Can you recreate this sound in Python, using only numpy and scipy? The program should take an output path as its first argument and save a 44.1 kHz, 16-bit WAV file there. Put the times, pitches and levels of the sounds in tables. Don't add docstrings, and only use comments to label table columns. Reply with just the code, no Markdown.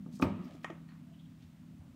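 import sys
import numpy as np
from scipy import signal
from scipy.fft import rfft, irfft
from scipy.io import wavfile
from scipy.ndimage import uniform_filter1d

SR = 44100
rng = np.random.default_rng(int(sys.argv[2]) if len(sys.argv) > 2 else 0)


def pcm_store(signal):
    levels = np.round(np.clip(np.atleast_2d(signal), -1, 1) * 32767)
    wavfile.write(sys.argv[1], SR, levels.astype(np.int16).T)


N = 85995

# frequency_hz, relative_db
RUMBLE_SPECTRUM = [(20, -32), (45, -7.5), (80, -9), (140, -0.5), (200, -7), (265, -3), (325, -18.5),
                   (385, -26), (550, -44)]
HISS_SPECTRUM = [(350, -7), (450, -6.5), (600, -0.5), (800, -5), (1050, -4.5), (1700, -7.5), (3000, -10),
                 (5000, -15.5), (9000, -18.5), (10500, -22), (15700, -20.5)]
# pitch_hz, level_db
HUM_TONES = [(81.3, -72), (162.6, -55), (200, -60.5), (244, -57), (300, -71), (325.2, -78), (603, -88)]
# time_s, gain_db
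HUM_CONTOUR = [(0, 3.5), (.6, 0), (1.1, -2), (1.5, -4), (1.75, -2), (1.95, -12)]
# start_s, level_db, pitch_hz, t60_s
THUDS_AND_THROBS = [(.003, -41, 190.8, 0.33), (.07, -48, 212, 0.25), (.139, -38.5, 197, 0.15),
                    (0.251, -28, 99.4, 0.12), (0.299, -32.5, 199, 0.17), (.315, -39.5, 99.5, 0.34),
                    (0.393, -34, 183.5, 0.12), (0.454, -39, 245, 0.13), (.548, -39, 277, 0.089),
                    (0.6463, -48, 326, 0.074), (0.6991, -35.5, 650, 0.033), (0.7021, -35.5, 326.5, 0.094),
                    (1.44, -50.5, 88, 0.27), (1.71, -40, 181, 0.042), (1.739, -37.5, 122, 0.034),
                    (1.792, -41, 88, .12), (1.878, -43.5, 200, 0.05), (1.895, -48, 77.6, 0.097)]
# peak_s, rise_s, fall_s, level_db, centre_hz, width_octaves
SCRAPES_AND_HISS = [(0.139, 0.019, 0.06, -65.5, 4170, 1.5), (0.158, 0.007, 0.017, -61, 5560, 1.34),
                    (.191, 0.0012, 0.011, -63, 6000, 0.8), (0.221, 0.0088, 0.0088, -55, 4900, 2.4),
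                    (0.242, 0.0044, 0.012, -62.5, 11100, 2.2), (.45, 0.011, 0.015, -73, 5160, 0.36),
                    (.45, 0.0061, 0.015, -77, 13500, 0.4), (.51, 0.11, 0.11, -67, 2180, 1.42),
                    (.51, 0.052, 0.061, -59.5, 623, 0.37), (.549, 0.016, 0.013, -70.5, 5270, 1),
                    (0.641, 0.011, 0.017, -64, 2000, 2.06), (0.888, 0.0059, 0.04, -74.5, 4270, 0.11),
                    (.92, 0.025, 0.076, -67.5, 1300, 1.1), (1.126, 0.052, 0.019, -70.5, 670, 0.055),
                    (1.145, 0.018, 0.027, -72.5, 2980, 0.31), (1.198, 0.015, 0.068, -71.5, 3340, 0.24),
                    (1.426, 0.023, 0.055, -72, 2870, 1.14), (1.84, 0.054, 0.15, -72.5, 675, 1.04)]

# start_s, level_db, treble_corner_hz, bass_corner_hz
LINKAGE_CLACKS = [(.6453, -2, 5700, 450), (.7030, -9.5, 3970, 2700), (.889, -25, 5000, 1460)]
BLADE_SNAPS = [(.2236, -1.5, 15600, 1180), (.2333, -17, 4000, 1500), (.2425, -14, 16000, 10000)]
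DUCT_KNOCKS = [(.062, -25.5, 624, 195), (.1985, -13.5, 860, 263), (.2203, -16.5, 1800, 149),
               (.2255, -2.5, 1740, 116), (.2285, -7.5, 556, 91), (.2425, -21, 690, 88.5),
               (.2615, -11, 630, 70), (.551, -33.5, 560, 249), (.7008, -17.5, 770, 580)]
# pitch_hz, level_db, t60_s
LINKAGE_MODES = [(675, -38, .035), (1120, -42, .045), (1254, -38, .05), (1868, -30, .042), (2132, -49, .04),
                 (2482, -48, .05), (3025, -43, .035), (3300, -48, .025), (5712, -58, .04), (6600, -55, .04),
                 (7908, -58, .05)]
BLADE_MODES = [(2434, -30.5, 0.038), (2520, -33, 0.066), (2843, -49, 0.069), (3150, -45, 0.078),
               (4520, -44, .04), (5140, -52, .04), (8300, -65.5, 0.28)]
# pitch_hz, level_db, t60_s
ROOM_AND_DUCT_MODES = [(96.5, -30, .42), (178.5, -29, .85), (201.5, -30, .9), (262, -26, .32),
                       (317, -32, .28), (366, -32, .24), (617, -39, .25), (275, -24, .07), (465, -29, .1),
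                       (535, -34, .1), (683, -34, .05), (890, -27, .05), (927, -44, .35), (1110, -27, .06),
                       (1216, -23, .05), (1260, -47, .9), (1895, -44, .08), (1080, -48, .5),
                       (1200, -49, .7), (1850, -56, .8)]
# centre_hz, crack_db, tail_db, tail_t60_s
LINKAGE_OVERTONES = [(440, -52, -60, 0.34), (760, -35, -58, 0.28), (1250, -36, -52.5, 0.53),
                     (1540, -70, -57, 0.45), (1850, -43.5, -51, 0.35), (3100, -55, -61.5, 0.45),
                     (4020, -71, -94, 0.14), (6800, -45, -61.5, 0.28), (14200, -59, -64, 0.11)]
BLADE_OVERTONES = [(1690, -41, -52.5, 0.64), (2350, -49, -52, 0.62), (3800, -49, -63, 0.67),
                   (4900, -43.5, -63, 0.39), (8000, -61, -65, 0.28), (10800, -70, -73, 0.25),
                   (14800, -45, -56, 0.15)]
DUCT_OVERTONES = [(87, -18, -44, 1), (253, -17, -39, 0.9), (463, -42, -36.5, 0.42), (925, -53, -44, 0.58),
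                  (1210, -27, -47.5, 0.91), (1480, -60, -49, 0.28), (2370, -28, -46, 0.41),
                  (4200, -45, -34, 0.13), (8400, -39, -59, 0.42), (15000, -46, -58, .14)]

RUMBLE_DB, HISS_DB = -57.5, -72
HUM_WAVER_DB, HUM_WAVER_HZ, HUM_PHASE_RAD = 1.5, 3, .25
TICKS_PER_S, TICK_GAIN = 600, 0.53
MIC_BASS_HZ, MIC_TOP_HZ = 56, 15750


def undb(db):
    return 10 ** (np.asarray(db) / 20)


def unit(x):
    return x / np.sqrt(np.mean(x ** 2) + 1e-24)


def freqs():
    return np.maximum(np.arange(N // 2 + 1) * SR / N, 1)


def shaped(x, gain):
    return unit(irfft(rfft(x) * gain, N))


def noise(spectrum):
    hz, db = np.array(spectrum).T
    curve_db = np.interp(np.log(freqs()), np.log(hz), db, left=-200, right=-200)
    return shaped(rng.standard_normal(N), undb(curve_db))


def fade(t, t60):
    return np.exp(-np.log(1000) * t / max(t60, 1e-3))


def wander(rate_hz):
    return shaped(rng.standard_normal(N), np.exp(-(freqs() / rate_hz) ** 2))


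def burst(t, t60, smoothing_hz=150):
    spectrum = rfft(rng.standard_normal(N) * fade(t, t60))
    local_power = uniform_filter1d(abs(spectrum) ** 2, size=int(smoothing_hz * N / SR))
    return irfft(spectrum / np.sqrt(local_power), N)


def room_tone():
    return undb(RUMBLE_DB) * noise(RUMBLE_SPECTRUM) + undb(HISS_DB) * noise(HISS_SPECTRUM)


def motor_and_mains(t):
    hum = np.zeros(N)
    for hz, db in HUM_TONES:
        amplitude = np.sqrt(2) * undb(db + HUM_WAVER_DB * wander(HUM_WAVER_HZ))
        phase = 2 * np.pi * (hz * t + rng.random()) + HUM_PHASE_RAD * wander(HUM_WAVER_HZ)
        hum += amplitude * np.sin(phase)
    return hum * undb(np.interp(t, *np.array(HUM_CONTOUR).T))


def thuds_and_throbs(t, rise_s=0.0013):
    out = np.zeros(N)
    for start_s, db, hz, t60 in THUDS_AND_THROBS:
        age = np.maximum(t - start_s, 0)
        envelope = (1 - np.exp(-age / rise_s)) * fade(age, t60)
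        out += undb(db) * np.sin(2 * np.pi * hz * age) * envelope
    return out


def scrapes_and_hiss(t):
    out = np.zeros(N)
    for peak_s, rise_s, fall_s, db, hz, octaves in SCRAPES_AND_HISS:
        ticks = unit((rng.random(N) < TICKS_PER_S / SR) * rng.standard_normal(N))
        band = 1 / (1 + (np.log2(freqs() / hz) / octaves) ** 2) ** 2
        grain = shaped(TICK_GAIN * ticks + .5 * rng.standard_normal(N), band)
        swell = np.exp(-np.where(t < peak_s, ((t - peak_s) / rise_s) ** 2, (t - peak_s) / fall_s))
        out += undb(db) * grain * swell
    return out


def tap_ring(t, modes, overtones, crack_t60_s):
    out = sum(undb(db) * np.sin(2 * np.pi * hz * t) * fade(t, t60) for hz, db, t60 in modes)
    centres_hz = [row[0] for row in overtones]
    bass_cut = 1 / np.sqrt(1 + (centres_hz[0] / freqs()) ** 8)
    crack = burst(t, crack_t60_s)
    crack_rms = np.sqrt(np.mean(fade(t, crack_t60_s) ** 2))
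    for share, (_, crack_db, tail_db, t60) in zip(np.eye(len(overtones)), overtones):
        band = np.interp(np.log(freqs()), np.log(centres_hz), share) * bass_cut
        tail = shaped(rng.standard_normal(N), band) * fade(t, t60)
        out += undb(crack_db) * crack_rms * shaped(crack, band) + undb(tail_db) * tail
    return out


def strike(blows, ring):
    force = np.zeros(N)
    for start_s, db, treble_hz, bass_hz in blows:
        push = np.zeros(N)
        push[int(start_s * SR)] = undb(db)
        push = signal.lfilter(*signal.butter(2, treble_hz, fs=SR), push)
        force += signal.lfilter(*signal.butter(2, bass_hz, "high", fs=SR), push)
    return signal.fftconvolve(force, ring)[:N]


def linkage_clacks(t):
    return strike(LINKAGE_CLACKS, tap_ring(t, LINKAGE_MODES, LINKAGE_OVERTONES, crack_t60_s=0.019))


def blade_snaps(t):
    return strike(BLADE_SNAPS, tap_ring(t, BLADE_MODES, BLADE_OVERTONES, crack_t60_s=0.034))


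def duct_knocks(t):
    return strike(DUCT_KNOCKS, tap_ring(t, ROOM_AND_DUCT_MODES, DUCT_OVERTONES, crack_t60_s=0.008))


def scene():
    t = np.arange(N) / SR
    damper = duct_knocks(t) + linkage_clacks(t) + blade_snaps(t) + scrapes_and_hiss(t)
    return (damper + thuds_and_throbs(t) + motor_and_mains(t) + room_tone())[None]


def record(dry):
    thinned = signal.sosfilt(signal.butter(3, MIC_BASS_HZ, "high", fs=SR, output="sos"), dry)
    return signal.sosfilt(signal.ellip(10, .2, 70, MIC_TOP_HZ, fs=SR, output="sos"), thinned)


dry = scene()
out = record(dry)
pcm_store(out)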